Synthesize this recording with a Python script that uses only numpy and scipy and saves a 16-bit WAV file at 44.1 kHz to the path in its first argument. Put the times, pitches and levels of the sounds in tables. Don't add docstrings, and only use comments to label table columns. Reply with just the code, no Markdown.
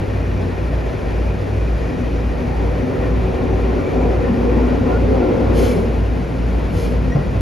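import sys
import numpy as np
from scipy import signal
from scipy.fft import irfft, next_fast_len
from scipy.io import wavfile
from scipy.ndimage import uniform_filter1d, map_coordinates

SR = 44100
rng = np.random.default_rng(int(sys.argv[2]) if len(sys.argv) > 2 else 0)


def generate_wav(sig):
    pcm = np.round(np.clip(np.atleast_2d(sig).T, -1, 1) * 32767).astype(np.int16)
    wavfile.write(sys.argv[1], SR, pcm)


N = 326763
TIME = np.arange(N) / SR
FREQ = np.maximum(np.fft.rfftfreq(2 * next_fast_len(N // 2 + 1), 1 / SR), 1)


def undb(db):
    return 10 ** (np.asarray(db) / 20)


def shape(rows, axis=1):
    rows = np.asarray(rows, float)
    return np.interp(np.log(FREQ), np.log(rows[:, 0]), rows[:, axis])


def curve(rows, axis=1):
    rows = np.asarray(rows, float)
    return np.interp(TIME, rows[:, 0], rows[:, axis])


def ramp(start_s, length_s):
    return np.clip((TIME - start_s) / length_s, 0, 1)


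def unit(x):
    return x / np.std(x.mean(0))


def walk(rate):
    k = int(SR / rate)
    steps = np.repeat(rng.standard_normal(N // k + 3), k)
    smooth = uniform_filter1d(uniform_filter1d(steps, k), k)
    return 1.3 * smooth[k:k + N]


def tone(hz):
    return np.sqrt(2) * np.sin(2 * np.pi * np.cumsum(hz) / SR)


def band(hz, width):
    return 1 / (1 + ((FREQ - hz) / width) ** 2)


def colour(spectrum, modes=()):
    lift_db = sum(db / (1 + (2 * (FREQ - hz) / width) ** 2) for hz, width, db in modes)
    return undb(shape(spectrum) + lift_db)


def echoes(depth_db, spacing_hz):
    knots = rng.standard_normal(8192)
    return undb(depth_db * np.interp(FREQ / spacing_hz, np.arange(len(knots)), knots))


def field(gain):
    # (frequency [Hz], side minus mid [dB])
    width = [(30, -31), (60, -17), (120, -10), (240, -6.5), (400, -9), (650, -1.5), (1000, -3), (1800, -2),
             (2400, -12.5), (3200, -12.5), (4300, -40), (5800, -22), (7000, -7), (8200, 29), (9600, -3),
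             (11500, -10), (13000, -16), (14500, 40)]
    # (frequency [Hz], left minus right [dB], left leads [rad])
    skew = [(60, 4.5, 0.28), (125, -2, 0), (251, 4, 0.27), (493, 1, 0.86), (690, 3, 0), (895, 1.5, 0.7),
            (1370, 2, 0.02), (2400, 2.5, 0.34), (4000, 0.5, 0)]
    real, imaginary = rng.standard_normal((2, len(FREQ))), rng.standard_normal((2, len(FREQ)))
    mid, side = (real + 1j * imaginary) * np.sqrt(N * SR) / 2
    spread = undb(shape(width))
    lean = undb(shape(skew) / 2) * np.exp(.5j * shape(skew, axis=2))
    channels = np.array([(mid + spread * side) * lean, (mid - spread * side) / lean])
    return irfft(channels * gain / np.hypot(1, spread))[:, :N]


def glide(x, speed):
    position = np.cumsum(speed)
    return np.array([map_coordinates(channel, [position], order=1, mode="mirror") for channel in x])


def running(law):
    db, db_per_s, share = law
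    rough_from_s, attack_s, rough_until_s, release_s = 2.26, 0.53, 5.61, 0.44
    rough_db, rough_db_per_s = 3, 1.72
    on_rough = ramp(rough_from_s, attack_s) - ramp(rough_until_s, release_s)
    lift_db = on_rough * (rough_db + rough_db_per_s * (TIME - rough_from_s))
    smooth_s, smooth_length_s, smooth_dip_db = 6.28, 0.083, 1
    dip_db = smooth_dip_db * np.exp(-((TIME - smooth_s) / smooth_length_s) ** 2)
    return undb(db + db_per_s * TIME + share * (lift_db - dip_db))


def machines(second_db=-3.0, ease_db=4, ease_s=5.3, ease_length_s=0.44, flutter_db=1.25,
             line_flutter_db=3.5, drift=0.00411):
    # (frequency [Hz], level [dB])
    weak_lines = [(24.3, -45), (48.6, -36), (71.1, -44.5), (116, -37), (183.5, -39), (350, -43.5)]
    hum_hz, beat_hz, in_step_s = 57.95, 2.08, .264
    hum_db, build_db, build_s = -19, 6, 5.4
    turn = 2 * np.pi * (TIME - in_step_s)
    first = undb(flutter_db * walk(7.1)) * np.cos(hum_hz * turn)
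    second_gain = undb(second_db - ease_db * ramp(ease_s, ease_length_s))
    second = second_gain * np.cos((hum_hz - beat_hz) * turn)
    load = undb(hum_db - build_db * np.exp(-TIME / build_s))
    lines = 0
    for hz, db in weak_lines:
        level = undb(db + line_flutter_db * walk(3.014))
        lines = lines + level * tone(hz * (1 + drift * walk(4.01)))
    return np.sqrt(2) * load * (first + second) + lines


def gears(drift=0.00901, octave_db=-13, flutter_db=2.5):
    whine_hz, whine_db, peak_s = 379, -28, 3.74
    rise_db_per_s, fall_db_per_s = 6.5, 12.5
    hz = whine_hz * (1 + drift * walk(22.05))
    age = TIME - peak_s
    db = whine_db + np.minimum(rise_db_per_s * age, -fall_db_per_s * age)
    return (tone(hz) + undb(octave_db) * tone(2 * hz)) * undb(db + flutter_db * walk(15))


def body(drone_hz=94, drone_db=-1, drone_db_per_s=-0.1, drift=0.0344, flutter_db=2):
    # (frequency [Hz], relative level per Hz [dB])
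    rumble_slope = [(15, -27), (25, -12), (34, -17), (46, -6), (75, 0.5), (108, -1), (140, -0.5),
                    (185, -2.5), (220, -9.5), (320, -32), (700, -76)]
    # (level at the start [dB], drift [dB per s], share of the rough rail's lift)
    rumble_law = (-27, 0.45, 0.033)
    # (time [s], level [dB])
    drone_course = [(0.0, -23), (0.49, -24), (0.91, -30), (1.57, -21.5), (1.67, -31.5), (3.03, -25.5),
                    (3.36, -39), (3.42, -30), (3.59, -26), (3.65, -39), (3.94, -24), (4.89, -27.5),
                    (5.86, -22.5), (5.92, -34), (6.0, -26), (6.73, -43), (6.77, -16), (6.85, -46),
                    (6.97, -25), (7.29, -33), (7.37, -22), (7.41, -25)]
    db = drone_db + drone_db_per_s * TIME + curve(drone_course) + flutter_db * walk(13)
    drone = tone(drone_hz * (1 + drift * walk(12))) * undb(db)
    rumble = unit(field(colour(rumble_slope))) * running(rumble_law)
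    return drone + rumble


def wheels(judder_db=0.97, comb_db=1.5, comb_hz=14, wander=0.01003):
    # (frequency [Hz], relative level per Hz [dB])
    roar_slope = [(120, -33), (165, -21), (205, -9.5), (240, -3.5), (285, -1.5), (320, -5.5), (365, 0.5),
                  (420, -2), (500, -2.5), (565, -5), (625, -15.5), (800, -22.5), (2000, -65)]
    rasp_slope = [(350, -29), (600, -2.5), (740, 0), (880, -4), (1060, -5.5), (1230, -12), (1650, -17),
                  (2300, -18.5), (3200, -26.5), (6000, -39), (12000, -55)]
    # (frequency [Hz], width [Hz], lift [dB])
    car_modes = [(290, 17, 5.5), (465, 18, 7), (500, 17, 4), (541, 19, 3.5)]
    wheel_modes = [(1408, 78, 6.9), (1960, 180, 4.4)]
    # (level at the start [dB], drift [dB per s], share of the rough rail's lift)
    roar_law = (-32, 0.13, 1.37)
    rasp_law = (-39, 0.1, 0.93)
    judder = judder_db * walk(21.95)
    steady_roar = unit(field(colour(roar_slope, car_modes)))
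    roar = glide(steady_roar, 1 + wander * walk(4)) * running(roar_law)
    rasp_gain = colour(rasp_slope, wheel_modes) * echoes(comb_db, comb_hz)
    rasp = unit(field(rasp_gain)) * running(rasp_law)
    return (roar + rasp) * undb(judder)


def corrugation(width_hz=17, centre_hz=246, note_db=-4.0, scrape_db=-2.5, waver=0.0279, flutter_db=2.5,
                pan_db=3):
    # (time [s], pitch [Hz], level [dB])
    howl = [(0.0, 241, -43), (0.04, 246, -34.5), (1.79, 248.7, -38.5), (1.96, 244, -27.5),
            (2.15, 245.5, -37.5), (2.43, 247.4, -28), (2.72, 247, -42), (2.85, 247.8, -22.5),
            (3.09, 247.7, -35.5), (3.18, 248.4, -21.5), (3.24, 244, -39), (3.44, 248.3, -19),
            (3.49, 248, -31), (3.82, 248, -23.5), (3.98, 249, -28.5), (4.35, 246, -21.5),
            (4.87, 247.3, -24.5), (4.95, 251, -34), (5.01, 245.4, -21), (5.9, 245.5, -26),
            (6.05, 244.5, -39), (6.17, 245, -24), (6.25, 245, -45), (6.35, 250.7, -24), (6.83, 244.5, -44),
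            (6.87, 246.8, -23), (6.97, 245, -35), (6.99, 247.5, -27), (7.39, 244, -38), (7.41, 242, -29)]
    hz = curve(howl) * (1 + waver * walk(25))
    pan = undb(np.array([[pan_db], [-pan_db]]) / 2)
    note = tone(hz) * undb(note_db + flutter_db * walk(30)) * pan
    scrape = undb(scrape_db) * glide(unit(field(band(centre_hz, width_hz))), hz / centre_hz)
    return (note + scrape) * undb(curve(howl, axis=2))


def treads(flutter_db=2):
    # (frequency [Hz], half-width [Hz], relative level [dB])
    ring_modes = [(1847, 116, 0.5), (2423, 110, -1), (5880, 120, -17.5)]
    rub_db, until_s, release_s, drop_db = -45.5, 4.6, 0.96, 8
    rings = 0
    for hz, width, db in ring_modes:
        rings = rings + unit(field(band(hz, width))) * undb(db + flutter_db * walk(24.73))
    return unit(rings) * undb(rub_db - drop_db * ramp(until_s, release_s))


def air_wash(comb_db=1, comb_hz=20, flutter_db=1.4, flutter_hz=70):
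    # (frequency [Hz], level per Hz [dB])
    wash_slope = [(130, -76.5), (285, -52), (340, -55.5), (500, -56), (620, -59), (760, -63.5),
                  (1100, -70.5), (1600, -71), (2450, -74), (3000, -79.5), (3800, -84), (5000, -86.5),
                  (6800, -93), (8200, -91.5), (12000, -100.5), (15500, -108)]
    gain = colour(wash_slope) * echoes(comb_db, comb_hz)
    owner = rng.integers(0, 6, 4096)[(FREQ // flutter_hz).astype(int)]
    return sum(field(gain * (owner == k)) * undb(flutter_db * walk(50)) for k in range(6))


def joints(push_s=0.0036, knock_hz=480, knock_width_hz=350, knock_t60=0.26):
    # (time [s], level [dB], boom pitch [Hz], boom t60 [s], knock against that level [dB])
    drops = [(1.96, -17, 182.5, 0.32, -24), (3.21, -18.5, 176.8, .5, -28), (4.292, -12, 193.2, 0.32, -26),
             (5.5, -16, 150.5, 0.38, -22), (5.772, -12, 177.8, 0.18, -9.5),
             (6.725, -17.5, 170.5, 0.48, -22), (7.152, -2.8, 141.4, 0.15, -17),
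             (7.333, -12.5, 97, 0.24, -14.5)]
    out, knock = 0, unit(field(band(knock_hz, knock_width_hz)))
    for s, db, hz, t60, knock_db in drops:
        age = np.maximum(TIME - s, 0)
        boom = np.sin(2 * np.pi * hz * age) * np.exp(-np.log(1000) * age / t60)
        rattle = undb(knock_db) * knock * np.exp(-np.log(1000) * age / knock_t60)
        push = 1 - np.exp(-age / push_s)
        out = out + undb(db) * push * (boom + rattle)
    return out


def roar_swells():
    # (centre time [s], length [s], band centre [Hz], half-width [Hz], level [dB])
    swells = [(2.55, 0.43, 813, 78, -36.5), (3.02, 0.52, 505, 34, -31.5), (4.021, .3, 480, 68, -24),
              (4.05, 0.64, 720, 43, -34), (4.03, 0.22, 970, 50, -37), (4.09, .2, 355, 20, -27),
              (4.6, 0.13, 910, 77, -35), (4.479, .15, 494, 14, -22), (4.918, 0.14, 735, 30, -30),
              (4.918, 0.13, 1006, 50, -34), (4.92, 0.3, 480, 50, -25), (5.15, 0.18, 525, 20, -23),
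              (5.097, 0.18, 430, 16, -23), (5.2, 0.28, 740, 90, -32.5), (5.27, 0.22, 355, 21, -24.5),
              (4.8, 0.28, 243, 35, -24.5), (5.34, 0.17, 234, 18.5, -24), (5.32, 0.29, 500, 46, -23.5),
              (5.81, .2, 376, 22.5, -24), (5.861, 0.36, 445, 19, -26.5)]
    out = 0
    for s, length, hz, width, db in swells:
        swell = np.cos(np.pi * np.clip(TIME - s, -length / 2, length / 2) / length) ** 2
        burst = swell * field(band(hz, width))
        out = out + undb(db) * unit(burst) * np.std(swell)
    return out


def squeaks(rough_db=4.0):
    # (centre time [s], length [s],
    # pitch [Hz], glide [Hz per s], level [dB], pitch waver [share], third harmonic against the note [dB])
    squeak_rows = [(3.862, 0.15, 2300, 202, -43, .024, -24), (4.016, 0.12, 2360, 200.5, -46, .024, -22),
                   (4.94, 0.1, 1420, 599, -34.5, .016, -29), (5.255, 0.15, 1400, -100, -40.5, .016, -28),
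                   (5.74, 0.26, 2300, 0, -45, 0.022, -24), (6.85, .14, 2400, -1, -47, .014, -22),
                   (7.129, 0.065, 1930, 351.5, -38.5, 0.0069, -16),
                   (7.227, .12, 1945, -1, -46.5, 0.007, -22)]
    out, jitter, roughness = 0, walk(200), undb(rough_db * walk(130))
    for s, length, hz, glide_hz, db, waver, third_db in squeak_rows:
        age = np.clip(TIME - s, -length / 2, length / 2)
        pitch = (hz + glide_hz * age) * (1 + waver * jitter)
        squeak = tone(pitch) + undb(third_db) * tone(3 * pitch)
        out = out + undb(db) * np.cos(np.pi * age / length) * squeak
    return out * roughness


def air_valve(sputter_db=0.7, comb_db=2.5, comb_hz=18, tilt_pivot_hz=4000):
    # (frequency [Hz], relative level per Hz [dB])
    air_slope = [(600, -27), (1600, 2), (2300, 0.5), (2800, 1.5), (3700, -4.5), (4700, -1), (6000, -6.5),
                 (7400, -6), (8600, -7), (10500, -10.5), (12000, -10.5), (14000, -20), (15500, -19)]
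    # (frequency [Hz], width [Hz], lift [dB])
    valve_modes = [(2320, 230, 2), (3480, 200, 5.4), (10520, 350, 6.6), (10562, 30, 8)]
    # (frequency [Hz], half-width [Hz], level over the hiss [dB])
    exhaust = (472, 36, 13)
    # (time [s], level of the hiss [dB], rise [s], hold [s], t60 [s], brightness [dB per octave])
    blows = [(5.527, -34.5, 0.061, 0.08, 0.64, -0.5), (6.697, -40.5, 0.093, 0.057, 0.52, 0)]
    outlet_hz, outlet_db = 1060, 2.5
    outlet = undb(outlet_db * np.cos(2 * np.pi * FREQ / outlet_hz))
    port = colour(air_slope, valve_modes) * outlet * echoes(comb_db, comb_hz)
    pipe_hz, pipe_width, pipe_db = exhaust
    pipe = undb(pipe_db) * unit(field(band(pipe_hz, pipe_width)))
    out = 0
    for s, db, rise, hold, t60, tilt_db in blows:
        tail = np.exp(-np.log(1000) * np.maximum(TIME - s - rise - hold, 0) / t60)
        tilt = undb(tilt_db * np.log2(FREQ / tilt_pivot_hz))
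        hiss = unit(field(port * tilt))
        out = out + undb(db) * ramp(s, rise) * tail * (hiss + pipe)
    return out * undb(sputter_db * walk(70))


def scene():
    rolling = body() + wheels() + corrugation() + roar_swells() + treads() + squeaks() + joints()
    return machines() + gears() + rolling + air_valve() + air_wash()


def record(dry):
    top_hz = 15600
    low_pass = signal.ellip(8, .2, 70, top_hz, fs=SR, output="sos")
    return signal.sosfilt(low_pass, dry)


dry = scene()
out = record(dry)
generate_wav(out)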